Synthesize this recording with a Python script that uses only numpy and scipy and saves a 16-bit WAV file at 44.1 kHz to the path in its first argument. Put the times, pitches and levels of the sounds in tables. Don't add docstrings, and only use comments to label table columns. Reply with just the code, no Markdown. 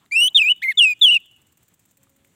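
import sys
import numpy as np
from scipy import signal
from scipy.fft import rfft, irfft
from scipy.io import wavfile
from scipy.ndimage import uniform_filter1d

SR = 44100
rng = np.random.default_rng(int(sys.argv[2]) if len(sys.argv) > 2 else 0)


def rack_gain(trim_db):
    fader = np.asarray(trim_db, float)
    return 10 ** (fader / 20)


def dump(signal):
    limited = np.clip(np.atleast_2d(signal).T, -1, 1)
    pcm = np.round(limited * 32767).astype(np.int16)
    wavfile.write(sys.argv[1], SR, pcm)


N = 103635
T = np.arange(N) / SR


def evened(x):
    return x / np.sqrt(np.mean(x ** 2) + 1e-20)


def coloured(x, points):
    hz, db = np.transpose(points)
    grid_hz = np.fft.rfftfreq(N, 1 / SR)
    gain_db = np.interp(np.log(grid_hz + 1), np.log(hz), db)
    return irfft(rfft(x) * rack_gain(gain_db), N)


def drift(size):
    once = uniform_filter1d(rng.standard_normal(N), size)
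    return evened(uniform_filter1d(once, size))


def window(start, length, edge):
    to_nearest_end = np.minimum(T - start, start + length - T)
    return np.sin(np.pi / 2 * np.clip(to_nearest_end / edge, 0, 1)) ** 2


def resonate(x, hz, width):
    turn = np.exp(2j * np.pi * hz * T)
    r = np.exp(-np.pi * width / SR)
    return 2 * (turn * signal.lfilter([1 - r], [1, -r], x / turn)).real


def bursts(rows):
    noise = rfft(rng.standard_normal(N))
    hz = np.fft.rfftfreq(N, 1 / SR)
    out = np.zeros(N)
    for s, d, db, f, width in rows:
        puff = irfft(noise / (1 + (2 * (hz - f) / width) ** 2), N)
        out += rack_gain(db) * window(s, d, d / 3) * evened(puff)
    return out


def second_side():
    # t/s, length/s, offset f/Hz, level/dB
    beats = [
        (0.1062, .006, 599, -0.5),
        (0.28, .012, -300, -8),
        (.368, 0.037, 210, -10),
        (0.623, 0.022, 230.5, -2.5),
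        (0.713, 0.019, 621, -11),
        (1.113, 0.055, -220, -12),
    ]
    beat = np.zeros(N, complex)
    for s, d, hz, db in beats:
        offset_hz = hz * (1 + 0.22 * drift(size=150))
        beat += rack_gain(db) * window(s, d, d / 4) * np.exp(2j * np.pi * np.cumsum(offset_hz) / SR)
    return beat


def beak_breaks():
    # t/s, length/s, level/dB
    breaks = [
        [(.472, .02, -18.5), (.77, 0.025, 10.5), (.81, 0.0082, -9), (.915, 0.043, 6), (1.05, 0.0077, -13.5),
         (1.068, 0.016, -6), (1.104, .01, -3), (1.158, 0.013, -14)],
        [(.77, 0.023, -15), (1.01, .012, -6)],
        [(.345, 0.042, 9), (.42, 0.011, -12), (.48, .014, -15), (.615, .014, -14.5), (.77, .02, -13),
         (1.022, .03, 10), (1.104, .012, -14.5), (1.162, 0.017, -13.5)],
        [(.13, .035, -17), (.375, .05, -18), (.615, 0.033, -15.5), (.8, .022, -13.5), (1.066, .05, -18.5),
         (1.132, 0.037, 8.5)],
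        [(.41, .018, -14.5), (.482, .03, -18), (.615, 0.027, -10.5), (.8, .058, -16.5), (.9, 0.029, 11)],
        [(.615, 0.017, -14.5), (.655, 0.011, -8), (.84, 0.027, -12), (.885, .05, 8)],
    ]
    out = []
    for rows in breaks:
        shimmer_db = 3 * drift(size=250)
        out.append(shimmer_db + sum(db * window(s, d, d / 4) for s, d, db in rows))
    return out


def thrush():
    # t/s, pitch f/Hz, effort level/dB, overtones level/dB, air level/dB
    rise = [(0.11, 2040, -45.5, -2, -25), (.123, 2357, -21.5, 1.5, -35.5), (0.148, 2406, -21, -3.5, -38.5),
            (0.164, 2651, -12.5, -4.5, -46.5), (0.206, 2786, -15.5, 4.5, -38.5),
            (0.22, 2913, -11.5, -1, -35.5), (0.276, 3011, -16, 4, -39), (0.28, 3160, -13, -11, -37.5),
            (0.295, 4000, -46, -11, -31)]
    dip = [(.345, 3627, -20, -3, -30), (0.358, 3675, -8, -7.5, -34), (.367, 3646, -7, -7.5, -41.5),
           (.378, 3198, -11.5, -3.5, -23), (.4, 2592, -14.5, -0.5, -41.5), (.44, 2353, -19, 1, -39),
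           (0.488, 2611, -14.5, -5, -36.5), (0.521, 3011, -12, -10.5, -41), (0.539, 2900, -39.5, -20, -35)]
    low = [(.617, 1502, -43.5, 21.5, -17), (.626, 1960, -28, 6, -20), (0.641, 2165, -23, -4, -27),
           (.651, 2102, -19.5, -4, -38), (.677, 2046, -23.5, -6.5, -41), (.688, 2223, -14.5, -9, -43),
           (.708, 2106, -18.5, -7, -33), (.722, 1790, -33, 5.5, -24.5), (.73, 1640, -49.5, 13, -27.5)]
    fall = [(.771, 3640, -29, -13, -43), (.778, 3588, -14.5, -8, -51), (.792, 3430, -8.5, -8, -41),
            (.809, 2898, -7.5, -13.5, -36), (.84, 2736, -11, 0, -34.5), (.857, 2560, -12, -6.5, -43),
            (0.889, 2505, -18, -2.5, -32), (0.926, 2461, -19, -6.5, -34), (.938, 2376, -33, 6, -35.5)]
    fall_turn = [(1.011, 3842, -23.5, 4.5, -36.5), (1.019, 3603, -9, -12, -43),
                 (1.054, 3257, -7.5, -3.5, -46), (1.061, 3054, -8.5, -6, -37.5),
                 (1.099, 2750, -11.5, -2.5, -36), (1.116, 2996, -12, -11.5, -30.5),
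                 (1.158, 2800, -15, -10, -30), (1.168, 2690, -11.5, -11, -33),
                 (1.181, 2376, -36, -2.5, -21)]
    overtone_levels = [
        (-23, -23, -30.5, -34.5, -50.5, -57),
        (-35, -31, -45.5, -39.5, -37, -50),
        (-37.5, -36, -43.5, -32, -37, -27.5),
        (-30, -23.5, -36, -42.5, -42, -47.5),
        (-28, -29, -36.5, -39.5, -49, -54),
    ]
    # centre t/s, half length/s, pitch shift f/Hz, level/dB, air level/dB
    flicks = [(.113, .003, -0.5, 3.5, 0), (0.269, 0.04, 15, -0.5, 4.5), (0.372, .012, -59, -0.5, 5),
              (0.42, .009, 170.5, 6.5, 0.5), (0.489, .005, 29.5, 3.5, 2.5), (0.4923, 0.0033, 59.5, -6, 0),
              (.501, .014, 161.5, 1, -3), (.519, 0.0039, 0, 3, 5), (0.528, 0.008, -60.5, -4.5, 0),
              (.791, 0.0049, -55.5, 0, 0), (0.804, .004, -30, -8, 3), (0.816, 0.0093, 35, -1, 1),
              (0.83, .012, -12, -2, 5.5), (0.924, 0.0055, -51, -3.5, -0.5), (1.017, 0.0032, 55, 2, -2.5),
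              (1.028, .004, -31, 0, 2), (1.062, .004, -72, -5, 4), (1.074, .014, 39.5, -1.5, 8),
              (1.083, .004, 29, 0, -0.5), (1.091, .004, -50.5, -2.5, -3.5)]
    # f/Hz, level/dB
    air_band = [(1500, -31.5), (2300, -13.5), (3700, 1.5), (5000, -20.5), (6200, -15.5), (8000, -13),
                (11500, -26.5), (15000, -24)]
    # f/Hz, level/dB
    overtone_lift = [(2800, 28), (3800, 21), (4500, 2), (7000, 1), (8600, 7), (12000, -2), (14500, 3)]
    edge_s, wobble, shimmer_db = .004, .004, .5

    beat = second_side()
    break_db = beak_breaks()
    flick_hz, flick_db, puff_db = sum(np.outer(row, window(s - d, 2 * d, d)) for s, d, *row in flicks)
    air = evened(coloured(rng.standard_normal(N), air_band)) * rack_gain(2 * drift(size=120) + puff_db)
    out = np.zeros(N)
    for note, levels in zip((rise, dip, low, fall, fall_turn), overtone_levels):
        s, *cols = np.transpose(note)
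        hz, effort_db, over_db, air_db = (uniform_filter1d(np.interp(T, s, c), size=130) for c in cols)
        hz = hz + flick_hz
        rough_hz = hz * (1 + wobble * (1 + 4 * abs(beat)) * drift(size=90))
        turn = np.exp(2j * np.pi * np.cumsum(rough_hz) / SR) * (1 + beat)
        tone = turn.real * rack_gain(shimmer_db * drift(size=90))
        for k, db in enumerate(levels, 2):
            lift_db = np.interp(k * hz, *np.transpose(overtone_lift)) + break_db[k - 2]
            overtone = (turn * (turn / abs(turn)) ** (k - 1)).real
            tone = tone + overtone * rack_gain(db + over_db + lift_db) * (k * hz < SR / 2.2)
        effort = window(s[0], s[-1] - s[0], edge_s) * rack_gain(effort_db + flick_db)
        out += effort * (np.sqrt(2) * tone + rack_gain(air_db) * air)
    return out


def beak_hiss():
    # t/s, length/s, level/dB, f/Hz, width/Hz
    hiss_bursts = [(.225, .062, -48, 8450, 3810), (.232, .052, -46, 13500, 5000),
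                   (.372, .014, -41.5, 7500, 5000), (.512, .014, -51, 7560, 2900),
                   (.628, .022, -53, 14800, 1800), (.626, .022, -48, 3900, 700),
                   (.626, .022, -56, 7800, 900), (.815, .03, -49, 7000, 2990),
                   (.885, .045, -52.5, 14800, 1502), (1.068, .02, -46.5, 8160, 5000),
                   (1.106, .062, -48, 7820, 350)]
    return rack_gain(3.5 * drift(size=60)) * bursts(hiss_bursts)


def yard(x):
    # t/s, level/dB
    near_echoes = [
        (.0021, -27),
        (.0047, -27),
        (.0083, -28),
        (.045, -44),
        (.064, -46),
    ]
    tail_db, t60, gap_s, dull_hz = -44.5, .88, .02, 4500
    far_wall_s, far_wall_spread_s, far_wall_lift = .215, .025, .5

    t = T[:SR]
    fade = rack_gain(-60 * t / t60)
    far_wall = far_wall_lift * np.exp(-((t - far_wall_s) / far_wall_spread_s) ** 2)
    sparse = rng.standard_normal(SR) * (rng.random(SR) < .03)
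    tail = sparse * (fade + far_wall) * (t > gap_s)
    near = sum(rack_gain(db) * (np.arange(SR) == round(s * SR)) for s, db in near_echoes)
    echoes = near + rack_gain(tail_db) * tail / np.linalg.norm(tail)
    echoes = signal.lfilter(*signal.butter(2, dull_hz, fs=SR), echoes)
    late = signal.fftconvolve(x, echoes * (t > gap_s))[:N]
    hollow = rack_gain(2) * resonate(late, hz=2960, width=240)
    return x + signal.fftconvolve(x, echoes)[:N] + hollow


def cricket():
    # t/s, level/dB
    strokes = [(0.0563, -51.5), (0.2994, -42.5), (0.3294, -45.5), (0.5576, -45), (0.5741, -51.5),
               (0.7526, -47), (0.9918, -43.5), (1.2001, -47.5), (1.256, -44.5), (1.3114, -46),
               (1.3616, -46.5), (1.4155, -45), (1.4665, -45), (1.521, -44), (1.572, -42.5), (1.6276, -43),
               (1.6802, -42.5), (1.7378, -43), (1.7932, -43), (1.8528, -43), (1.91, -44), (1.9701, -41.5),
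               (2.0306, -42.5), (2.094, -45.5), (2.1619, -48), (2.2467, -45), (2.2701, -49)]
    # f/Hz, level/dB
    tick_colour = [(1500, -13.5), (2050, -8.5), (4100, -17), (5300, -17.5), (7600, 1), (11500, -17), (13800, -0.5),
                   (16000, -7)]
    stroke_s, stroke_db, stroke_t60, lag_s = .011, -8.5, 0.07, .0008
    first_db, second_db, second_s = -0.5, 0, .005
    teeth_per_s, chorus_db = 3600, -66

    u = T[:SR // 5]
    tail = .22 * rack_gain(-60 * abs(u - stroke_s) / stroke_t60)
    rasp = np.where(u < stroke_s, 1 - .6 * u / stroke_s, tail)
    sharp = rack_gain(first_db - 60 * u / 0.0045) + rack_gain(second_db - 60 * abs(u - second_s) / .005)
    s, db = np.transpose(strokes)
    starts = np.zeros(N)
    starts[np.round((s + lag_s) * SR).astype(int)] = rack_gain(db)
    level = signal.oaconvolve(starts, rasp + sharp)[:N]
    teeth = rng.standard_normal(N) * (1 + 1.7 * (rng.random(N) < teeth_per_s / SR))
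    crowd = evened(resonate(rng.standard_normal(N), hz=5000, width=3000))
    chorus = rack_gain(chorus_db + 2.2 * drift(size=1200)) * crowd
    return coloured(evened(teeth) * (rack_gain(stroke_db) * level) + chorus, tick_colour)


def taps():
    # t/s, level/dB, f/Hz, t60/s
    knocks = [
        (0.0563, -52, 7400, 0.0067),
        (.061, -49.5, 2000, 0.008),
        (0.0618, -50, 3800, .006),
        (1.53, -65, 1100, .04),
        (2.0705, -55, 1200, 0.02),
        (2.248, -47.5, 2250, 0.00516),
        (2.2486, -59, 3330, .006),
        (2.28, -69.5, 2098, .15),
    ]
    out = np.zeros(N)
    for s, db, hz, t60 in knocks:
        out += rack_gain(db - 60 * abs(T - s) / t60) * (T > s) * np.sin(2 * np.pi * hz * (T - s))
    return out


def perch():
    # t/s, length/s, level/dB, f/Hz, width/Hz
    creaks = [
        (0., 0.067, -66.5, 1100, 800),
        (-.03, 0.091, -72, 3300, 1500),
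        (.235, .036, -57, 780, 450),
        (.295, 0.035, -61, 790, 608.7),
        (.345, 0.0305, -60.5, 950, 160),
        (0.328, .2, -62, 598.5, 700),
        (.365, 0.034, -57, 150, 120),
        (.79, 0.036, -64, 180, 199.7),
        (1.1, 0.074, -59.5, 230, 270),
    ]
    return bursts(creaks)


def dove():
    # t/s, length/s, f/Hz, level/dB, half pitch level/dB
    coo = (1.96, .35, 548, -72, -72)
    s, d, hz, db, half_db = coo
    turns = np.cumsum(hz * (1 + 0.0061 * drift(size=2000))) / SR
    tone = rack_gain(db) * np.sin(2 * np.pi * turns) + rack_gain(half_db) * np.sin(np.pi * turns)
    return window(s, d, .03) * tone


def distant_rumble():
    # f/Hz, level/dB
    rumble_band = [(25, -10), (111, 0.5), (236, -2.5), (575, -15.5), (3600, -19), (5200, -31.5),
                   (9000, -25.5), (16000, -30.5)]
    return rack_gain(-66 + 1.6 * drift(size=1500)) * evened(coloured(rng.standard_normal(N), rumble_band))


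def scene():
    bird = yard(thrush() + beak_hiss())
    return (bird + cricket() + taps() + perch() + dove() + distant_rumble())[None]


def band_limit(x):
    return signal.sosfilt(signal.butter(12, 16170, fs=SR, output="sos"), x)


def record(dry):
    treble_cut = signal.firwin(511, 16130, window=("kaiser", 9), fs=SR)
    x = signal.oaconvolve(dry, treble_cut[None], "same")
    x = signal.lfilter(*signal.butter(2, 55, "high", fs=SR), x)
    return band_limit(x)


dry = scene()
out = record(dry)
dump(out)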